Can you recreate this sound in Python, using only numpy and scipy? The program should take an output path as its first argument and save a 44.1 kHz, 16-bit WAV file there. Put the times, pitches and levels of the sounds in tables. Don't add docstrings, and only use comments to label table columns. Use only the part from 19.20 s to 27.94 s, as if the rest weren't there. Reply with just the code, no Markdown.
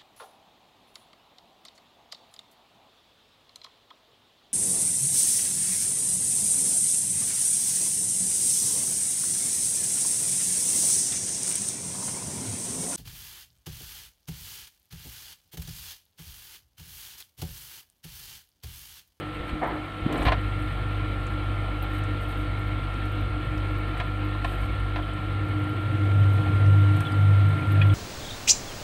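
import sys
import numpy as np
from scipy import signal
from scipy.io import wavfile
from scipy.ndimage import uniform_filter1d

SR = 44100
rng = np.random.default_rng(int(sys.argv[2]) if len(sys.argv) > 2 else 0)


def bounce(signal):
    frames = np.transpose(np.atleast_2d(signal))
    limited = np.clip(frames, -1, 1)
    pcm = np.round(limited * 32767).astype(np.int16)
    wavfile.write(sys.argv[1], SR, pcm)


def gain_from_db(level_db):
    decades = np.asarray(level_db, float) / 20
    return 10 ** decades


N = 385434
T = np.arange(N) / SR
SHAFT_HZ, MAINS_HZ = 49.3846, 50.3
SEATED, NEAR, FACED = 1, 2, 3
# (time [s], length [s], rise [dB])
RUBS = [(0, 0.022, 14), (.15, .04, 5), (.285, .04, 7), (.99, 0.12, 12), (1.07, .06, 15.5), (1.24, .08, 5),
        (1.46, .22, 5), (2.63, .04, 6), (2.76, 0.08, 11), (3.03, .045, 11), (3.11, .055, 12), (3.2, .07, 8),
        (4.14, 0.15, -4), (4.69, .03, 5), (4.78, .03, 7), (5.31, .11, 12), (5.43, 0.085, 11),
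        (6.29, .04, 5), (7.15, .06, 4), (7.83, 0.16, 4), (8.52, 0.034, 6), (8.68, .03, 5), (8.74, .04, 8)]


def evened(x):
    return x / np.sqrt(np.mean(x ** 2) + 1e-20)


def add(mix, s, sound):
    part = mix[round(s * SR):][:len(sound)]
    part += sound[:len(part)]


def band(x, lo_hz, hi_hz):
    return signal.sosfilt(signal.butter(4, [lo_hz, min(hi_hz, SR / 2.2)], "band", fs=SR, output="sos"), x)


def waver(rate_hz):
    t = T[::256]
    sines = 0
    for hz in np.geomspace(.2, 1, num=16) * rate_hz:
        sines = sines + np.sin(2 * np.pi * (hz * t + rng.random())) / np.sqrt(hz / rate_hz)
    return np.interp(T, t, evened(sines))


def tone(hz, db, turns, waver_db=0.):
    return np.sqrt(2) * gain_from_db(db + waver_db * waver(4)) * np.cos(2 * np.pi * (hz * T + turns))


def noise(points, patchy_db, flicker_db, size, peaks=()):
    hz = np.fft.rfftfreq(size, 1 / SR)
    real, imag, patches = rng.standard_normal((N // (size // 4) + 5, len(hz), 3)).T
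    f, db = np.transpose(points)
    colour = np.interp(np.log(hz + 1), np.log(f + 1), db, left=-90, right=-90)
    for at_hz, width_hz, up_db in peaks:
        colour = colour + up_db / (1 + (2 * (hz - at_hz) / width_hz) ** 2)
    patches = uniform_filter1d(patches, size=8, axis=0)
    patches = evened(uniform_filter1d(patches, size=6, axis=1))
    flicker = rng.standard_normal(real.shape[1])
    spectra = (real + 1j * imag) * gain_from_db(colour[:, None] + patchy_db * patches + flicker_db * flicker)
    return evened(signal.istft(spectra, nperseg=size, noverlap=size - size // 4)[1][:N])


def placed(column):
    # (time [s], seated on the panel [0-1], nearness to the pump [0-1], turned to face it [0-1])
    path = [
        (0, 0.03, 0, 0),
        (.82, 0.14, 0, 0),
        (1.1, 0.98, 0, 0),
        (5.9, 0.98, 0, 0),
        (6.3, 0.96, 0.27, .15),
        (6.7, 0.97, 0.64, .33),
        (7.05, 1, 0.87, .52),
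        (7.45, 1, 1, .78),
        (7.85, 1, 1, 1),
        (8.74, 0.98, 0.99, 1),
    ]
    table = np.transpose(path)
    return np.clip(np.interp(T, table[0], table[column]), 0, 1)


def heard(air_db, panel_db, pump_db, lateness, column=NEAR):
    return air_db + (panel_db - air_db) * placed(SEATED) + (pump_db - panel_db) * placed(column) ** lateness


def swells(rows, column=2, edge=2):
    t = T[::32]
    rises = sum(row[column] * np.exp(-abs(2 * (t - row[0]) / row[1]) ** edge) for row in rows)
    return np.interp(T, t, rises)


def crackle():
    grains_per_s = 9
    size = gain_from_db(3 * np.minimum(rng.exponential(1, N), 3)) * (rng.random(N) < grains_per_s / SR)
    kind, t = rng.integers(0, 3, N), T[:1500]
    out = np.zeros(N)
    for k, hz in enumerate((8500, 11000, 13000)):
        grain = band(gain_from_db(-60 * t / .04) * rng.standard_normal(len(t)), .88 * hz, 1.12 * hz)
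        out += signal.oaconvolve(size * (kind == k), grain)[:N]
    return gain_from_db(-62) * out


def grip():
    # (frequency [Hz], level [dB])
    rustle_tone = [(5000, -19), (7400, -7.5), (8800, 4.5), (10500, -4.5), (11600, -4), (12200, -5.5),
                   (12900, -5), (13500, -5), (14300, -5.5), (15500, -5.5)]
    # (frequency [Hz], width [Hz], rise [dB])
    rub_modes = [(8500, 400, 4), (10600, 200, 4), (11600, 300, 8), (12800, 350, 9), (14100, 600, 7)]
    # (time [s], peak [dB], centre [Hz])
    ticks = [(0.2967, -51, 8160), (0.4359, -51, 9400), (0.9243, -40.5, 8300), (0.9777, -42, 8480),
             (1.0256, -38, 8600), (1.1199, -42, 8630), (1.4222, -47, 8940), (2.0672, -47, 8670),
             (2.6244, -50, 9450), (2.837, -46, 8390), (3.3902, -51, 8790), (3.7419, -52, 8780),
             (4.3774, -47, 5010), (4.776, -47, 8630), (4.8, -50, 8400), (5.245, -41, 8760),
             (5.3118, -52, 8430), (5.5972, -50, 8940), (5.9344, -47, 8300), (6.4398, -48.5, 8420),
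             (7.4599, -47, 5430), (7.7657, -43, 8370), (7.8052, -37, 8860), (7.9194, -44, 8680)]
    # (time [s], peak [dB], centre [Hz])
    snaps = [(0.4718, -49.5, 12500), (0.9253, -47, 13100), (1.053, -48, 13400), (1.7255, -57, 13800),
             (2.624, -37.5, 13600), (2.6988, -54, 12900), (2.7846, -49, 12700), (3.0145, -54, 13900),
             (3.0849, -50, 12700), (3.3907, -53, 13600), (3.4715, -55, 13300), (3.8541, -51, 11100),
             (3.917, -50, 14000), (4.0093, -51, 14300), (4.3725, -54, 13000), (4.5121, -57, 13600),
             (4.5825, -50.5, 13600), (4.8618, -54.5, 13600), (5.0464, -50, 13200), (6.4926, -51.5, 12800),
             (7.001, -51, 13300), (7.1327, -50, 12000), (7.6031, -53, 12900), (7.7653, -46.5, 12800),
             (7.8047, -44, 12100), (7.9199, -52, 11200), (8.2851, -50.5, 13400), (8.5195, -40, 13000),
             (8.6223, -52, 12300), (8.6697, -50, 13200)]
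    # (time [s], peak [dB], centre [Hz])
    faint_snaps = [(0.0717, -57, 9830), (0.2783, -56, 10000), (0.5586, -58, 10800), (0.6409, -57, 13900),
                   (1.1204, -50, 9800), (1.4207, -54, 9920), (1.7749, -56, 12800), (2.0323, -55, 12800),
                   (2.1161, -56, 14900), (2.5466, -57, 11600), (2.7362, -49, 12900), (2.9148, -59, 10900),
                   (2.9332, -57, 10800), (3.1737, -54, 14200), (3.2156, -54, 12800), (4.2454, -54, 14200),
                   (4.6748, -57, 11100), (4.7716, -54, 12800), (5.2594, -52, 12700), (5.6645, -59, 10000),
                   (6.2846, -56, 9970), (6.3919, -55, 14900), (6.4393, -53, 10100), (7.0399, -54, 10200),
                   (7.1082, -51, 13400), (7.1656, -52, 9880), (7.6655, -54, 10400), (8.6812, -51, 14500)]
    # (time [s], peak [dB], centre [Hz])
    taps = [(.925, -45, 6300), (2.0674, -47, 6600), (2.837, -50, 5900), (4.8, -54, 6490),
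            (7.0359, -53, 5600), (7.8047, -44, 5660), (.44, -54, 6000), (1.03, -46, 6300),
            (3.74, -52, 6200), (3.858, -53, 5800), (4.378, -50, 6500)]
    # (from [s], to [s], level [dB])
    whistles = [
        (1.2, 2.55, -.5),
        (3.0, 4.75, -2),
    ]
    # (frequency [Hz], level [dB])
    circuit = [(7311, -91), (8398, -78), (9335, -80), (9728, -78), (9927, -92)]
    rub_db = heard(-74.5, -73.5, -68.5, lateness=1.5) + swells(RUBS, edge=4)
    out = gain_from_db(rub_db + 1.0) * noise(rustle_tone, 2.2, 1.6, size=256, peaks=rub_modes)
    t = T[:5000]
    # (events, t60 [s], half-width as a share of the centre, trim [dB])
    kinds = ((ticks, .06, .14, -10.5), (snaps, .07, .16, -9), (faint_snaps, .06, .11, -12), (taps, .05, .16, -11))
    for rows, t60, share, trim_db in kinds:
        for s, db, hz in rows:
            snap = evened(band(rng.standard_normal(len(t)), (1 - share) * hz, min((1 + share) * hz, 15100)))
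            shape = (1 + .9 * np.exp(-t / 0.003)) * np.minimum(t / .001, 1)
            add(out, s, gain_from_db(db + trim_db - 60 * t / t60) * shape * snap)
    on = sum(gain_from_db(db) * np.clip(np.minimum(T - start, stop - T) / 0.06, 0, 1) for start, stop, db in whistles)
    return out + on * sum(tone(hz, db, rng.random(), 1.6) for hz, db in circuit)


def pings():
    # (time [s], peak [dB], frequency [Hz], t60 [s])
    struck = [(1.084, -25, 1045, 0.14), (4.8, -33, 2500, .06), (5.245, -29, 1750, .05),
              (5.249, -30, 1000, .06), (5.829, -38, 3130, .05), (7.852, -32, 3460, .035),
              (7.869, -29, 3370, 0.033), (7.894, -38, 3150, .025), (7.921, -44, 4780, 0.04),
              (8.392, -33, 2200, .06), (8.42, -37, 2400, .07), (8.615, -18, 2470, 0.036),
              (8.617, -31, 3340, 0.077), (8.62, -33, 1900, .07), (8.618, -32, 2930, .055),
              (8.6986, -33, 3370, 0.04)]
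    out, t = np.zeros(N), T[:6000]
    for s, db, hz, t60 in struck:
        pair = np.sin(2 * np.pi * hz * t) + .35 * np.sin(2 * np.pi * (hz - 120) * t)
        add(out, s, gain_from_db(db + 2.5 - 60 * t / t60) * (1 - np.exp(-t / 0.0011)) * pair)
    return out


def thumps():
    # (time [s], peak [dB], frequency [Hz], length [cycles])
    pushes = [(0.2, -24, 62, 1.2), (.329, -21, 54, 1.1), (.331, -28, 262, 3.5), (0.355, -32, 199, 2.6),
              (.822, -25, 70, 1.8), (.85, -23.5, 134, 4.2), (0.863, -15, 258, 3.4), (.899, -27, 307, 4.2),
              (0.952, -24, 324, 5.3), (0.996, -23, 303, 4.1), (1, -27, 53.5, 1.7), (1.068, -13, 75.4, 0.88)]
    out = np.zeros(N)
    for s, db, hz, cycles in pushes:
        turns = hz * T[:round(cycles * SR / hz)]
        add(out, s - .004, gain_from_db(db) * np.hanning(len(turns)) * np.sin(2 * np.pi * turns))
    return out


def ring(upper_db):
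    # (frequency [Hz], level [dB], t60 [s])
    casing_modes = [(700, 0, .07), (1036, 0, .07), (1670, -5, .055), (1830, -5, .055), (2010, -7, .05),
                    (2200, -6, .04), (2390, -5, .04), (2720, -11, .05), (2970, -13, .06), (3190, -11, .045),
                    (3800, -15, .05)]
    spread_db = 3
    t, out = T[:6000], 0
    for hz, db, t60 in casing_modes:
        strength, detune, phase = rng.random(3)
        level_db = db + upper_db * (hz > 1500) + spread_db * (2 * strength - 1)
        turns = hz * (.98 + .04 * detune) * t + .25 * phase
        out = out + gain_from_db(level_db - 60 * t / t60) * np.sin(2 * np.pi * turns)
    out = out * (1 - np.exp(-t / .0004))
    return max(gain_from_db(upper_db), 1) * out / abs(out).max()


def scuff():
    # (frequency [Hz], level [dB])
    scuff_tone = [(150, -41), (250, -1.5), (569, -3.5), (876, -4.5), (1190, -6.5), (1340, -4), (1440, -10),
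                  (2160, -12), (2600, -35), (3380, -61), (5720, -120)]
    start_s, level_db, rise_s, hold_s, fade_db_per_s = 0.413, -26.5, .006, 0.032, 100
    since = T - start_s
    drag = np.clip(since / rise_s, 0, 1) * gain_from_db(level_db - fade_db_per_s * np.maximum(since - hold_s, 0))
    return drag * noise(scuff_tone, 1.6, .8, size=1024, peaks=[(716, 160, 6.5), (940, 61, 3)])


def knocks():
    # (time [s], peak at 400-1500 Hz [dB], relative level at 1.5-4.5 kHz [dB], t60 [s], rise [s])
    blows = [(.291, -35, 4, .1, .001), (.926, -27, 3, .1, .001), (.955, -22.5, -5, .13, .001),
             (.985, -26, -2, .12, .002), (1.019, -21, -3, .07, .001), (1.053, -16, 0, .08, .001),
             (1.064, -19, 2, .08, .001), (1.069, -21, 0, .07, .001), (1.076, -20, 0, .07, .001),
             (1.083, -16, -1, .1, .001), (1.1195, -12, -2.5, .075, .0006), (1.126, -19, -6, .11, .001),
             (4.77, -35, 5, .12, .001), (4.8, -25, 5, .07, .001), (4.808, -26, -10, .12, .002),
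             (5.149, -28, -12, .1, .001), (5.2455, -16.5, -1, .085, .001), (5.759, -23.5, 2, .11, .001),
             (5.787, -25, -10, .09, .001), (7.804, -34, 1, .1, .001), (8.393, -38, 5, .12, .002),
             (8.6165, -38, 15, .12, .001)]
    # (frequency [Hz], width [Hz], rise [dB])
    casing = [(720, 145, 13), (1030, 73, 6), (1790, 280, 3.5), (2330, 520, 3)]
    grit_db, ring_db = -13, -4
    dull = noise([(300, -16), (450, -3.5), (1400, -0.5), (2000, -25)], 0.59, 1.1, size=512, peaks=casing)
    bright = noise([(1100, -33), (1500, 2.0), (3000, -1), (4300, -8), (4900, -19), (6800, -31)],
                   0.56, 0.5, size=512, peaks=casing)
    out, t = np.zeros(N), T[:12000]
    for s, db, upper_db, t60, rise in blows:
        shape = gain_from_db(-60 * t / t60) * (1 - np.exp(-t / rise)) * (1 + 0.84 * np.exp(-t / 0.0027))
        grit = (dull + gain_from_db(upper_db) * bright)[round(s * SR):][:len(t)]
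        add(out, s, gain_from_db(db + grit_db) * shape[:len(grit)] * grit)
        add(out, s, gain_from_db(db + ring_db) * ring(upper_db))
    return out


def frame():
    # (time [s], length [s], low rumble [dB], upper rumble [dB])
    jolts = [
        (1.14, .4, 13, 2.5),
        (4.94, 0.35, -8, 1),
        (5.7, .7, 6, -4),
        (7.25, 0.49, 4, 4),
        (8.08, 0.34, -5.5, -3.5),
    ]
    low_db = heard(-59, -46.5, -53, lateness=1) + swells(jolts)
    high_db = heard(-54, -47.5, -36.5, lateness=0.4) + swells(jolts, column=3)
    out = gain_from_db(low_db + 6.0) * noise([(20, -31), (40, -17.5), (58, 12), (75, -18), (100, -36)], 2.8, 0.92, size=8192)
    upper_tone = [(55, -37), (80, -10), (110, -5.0), (135, -13.5), (170, -16), (400, -34.5)]
    out += gain_from_db(high_db + 6.0) * noise(upper_tone, 1.5, 0.85, size=8192, peaks=[(83.4, 7, 8.9), (120.5, 6.4, 12.6)])
    return out + gain_from_db(-54) * noise([(22, -32), (38, 0), (60, -6), (90, -26)], 1.5, .8, size=8192)


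def panel():
    # (time [s], length [s], rise [dB])
    presses = [(.65, .15, 2), (.93, .25, 5), (1.25, .1, -5), (1.45, .1, -4), (1.85, .3, 3), (2.15, .1, 4),
               (2.5, .3, -2), (3.13, .2, 3), (3.37, .2, -6), (3.78, .2, -4), (4.4, .35, 4), (4.63, .1, 3),
               (5.05, .1, 5), (5.65, .1, -5), (5.93, .12, -4), (6.15, .22, 10), (6.4, .2, 5),
               (6.7, .26, 11), (7.03, .12, -3), (7.22, .2, 4), (7.85, .1, -5), (8.33, .2, 4),
               (8.6, .25, -5)]
    drone_db = heard(-41, -43.5, -42, lateness=1) + swells(presses)
    out = tone(306.3, drone_db - 2.5, .3 * waver(6), 1.5)
    return out + gain_from_db(drone_db - 5.5) * noise([(100, -40), (600, -40)], 1.1, 1.1, size=8192,
                                             peaks=[(306.5, 16, 37), (329, 14, 24), (288, 10, 20)])


def flow():
    # (frequency [Hz], level [dB])
    air_tone = [(130, 14.5), (190, -31), (250, -6), (400, -16.5), (500, -13), (800, -17), (930, -19.5),
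                (1500, -20), (2300, -20.5), (3300, -23.5), (4100, -29.5), (4600, -37.5), (5100, -48.5),
                (5600, -60.5)]
    # (frequency [Hz], width [Hz], rise [dB])
    ducts = [(336.3, 22, 6.5), (465.3, 8.3, 12), (750, 240, 2.5), (1045, 30, 6.5), (1798, 47, 8),
             (2190, 185, 5.5), (3043, 53, 5)]
    # (frequency [Hz], level [dB])
    hiss_tone = [(4000, -20.5), (5000, -4), (6000, -8), (7400, -6.5), (8600, 1), (9800, -6), (11000, -9.5),
                 (14800, -14), (15600, -17.5)]
    rubs_db = swells(RUBS)
    set_down = np.exp(-(2 * (T - 1.012) / .3) ** 4)
    body_db = heard(-48, -45.5, -41.5, lateness=1.5) + 11.5 * set_down
    open_db = heard(-44, -43, -42, lateness=4) + 2.5 * set_down + .12 * rubs_db
    hiss_db = heard(-67, -66.5, -61.5, lateness=2) + 0.22 * rubs_db
    stroke = 1 + 0.062 * np.cos(2 * np.pi * (SHAFT_HZ * T + 0.42))
    air = stroke * noise(air_tone, 1.4, 1.0, size=2048, peaks=ducts)
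    lower = signal.sosfiltfilt(signal.butter(2, 1200, fs=SR, output="sos"), air)
    out = gain_from_db(body_db + 6.0) * lower + gain_from_db(open_db + 5.0) * (air - lower)
    return out + gain_from_db(hiss_db - .4) * noise(hiss_tone, 1.6, .8, size=256)


def compressor():
    # (multiple of shaft speed [1], level [dB])
    orders = [(4, -52), (6, -55), (7, -57), (8, -73), (9, -71), (10, -54.5), (12, -63), (15, -57),
              (20, -67.5), (22, -57.5), (23, -62), (24, -64.5), (25, -52.5), (29, -59), (30, -85.5),
              (33, -71.5), (34, -65)]
    # (multiple of mains frequency [1], level [dB])
    mains = [(4, -59.5), (7, -54.5), (9, -56), (10, -61), (11, -74), (13, -58.5), (16, -60.5)]
    loose, near, faced = 1 - placed(SEATED), placed(NEAR), placed(FACED)
    first_db = heard(-44.5, -32, -52, lateness=.6)
    out = tone(SHAFT_HZ, first_db, -0.3 + .14 * near - .22 * loose, 0.63)
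    second_db = heard(-46.5, -31.5, -19.3, lateness=1.2) + 1.5 - 1.5 * (1 - near) - 2.7 * faced ** 4
    out += tone(2 * SHAFT_HZ, second_db, -0.46 + .345 * faced, 0.09)
    hum_db = heard(-52, -43.5, -23, lateness=.55, column=FACED)
    out += tone(2 * MAINS_HZ, hum_db, 0.26 - .25 * near - .22 * np.exp(-((near - .72) / .2) ** 2))
    third_db = heard(-45.5, -47, -35.5, lateness=1, column=FACED)
    out += tone(3 * SHAFT_HZ, third_db, 0.28 - 0.2 * faced, 0.55)
    sideband_db = heard(-67, -64, -36.5, lateness=.9, column=FACED)
    out += tone(4 * MAINS_HZ - SHAFT_HZ, sideband_db, -0.39, 0.82)
    out += tone(2 * MAINS_HZ + SHAFT_HZ, heard(-56, -63, -44, lateness=1.5), .5, .8)
    whine_db = heard(-50.5, -42.7, -37, lateness=1.3)
    out += tone(28 * SHAFT_HZ, whine_db, 0.37 - 0.27 * faced ** .6 + .25 * loose, 0.45)
    dead_spot_db = -5.5 * np.exp(-((faced - .72) / .25) ** 2)
    out += tone(27 * SHAFT_HZ, -44.8 + dead_spot_db, 0.31 - .1 * near, 0.4)
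    out += tone(6 * MAINS_HZ, heard(-44, -44.5, -40.5, lateness=0.1), -.37, 1.2)
    out += sum(tone(k * SHAFT_HZ, db, rng.random(), 1.6) for k, db in orders)
    return out + sum(tone(k * MAINS_HZ, db, rng.random(), 1.6) for k, db in mains)


def scene():
    handling = crackle() + grip() + pings() + thumps() + scuff() + knocks()
    machine = frame() + panel() + flow() + compressor()
    return (handling + machine)[None]


def roll_off(x):
    return signal.sosfilt(signal.butter(12, 15540, fs=SR, output="sos"), x)


def record(dry):
    return roll_off(dry)


dry = scene()
out = record(dry)
bounce(out)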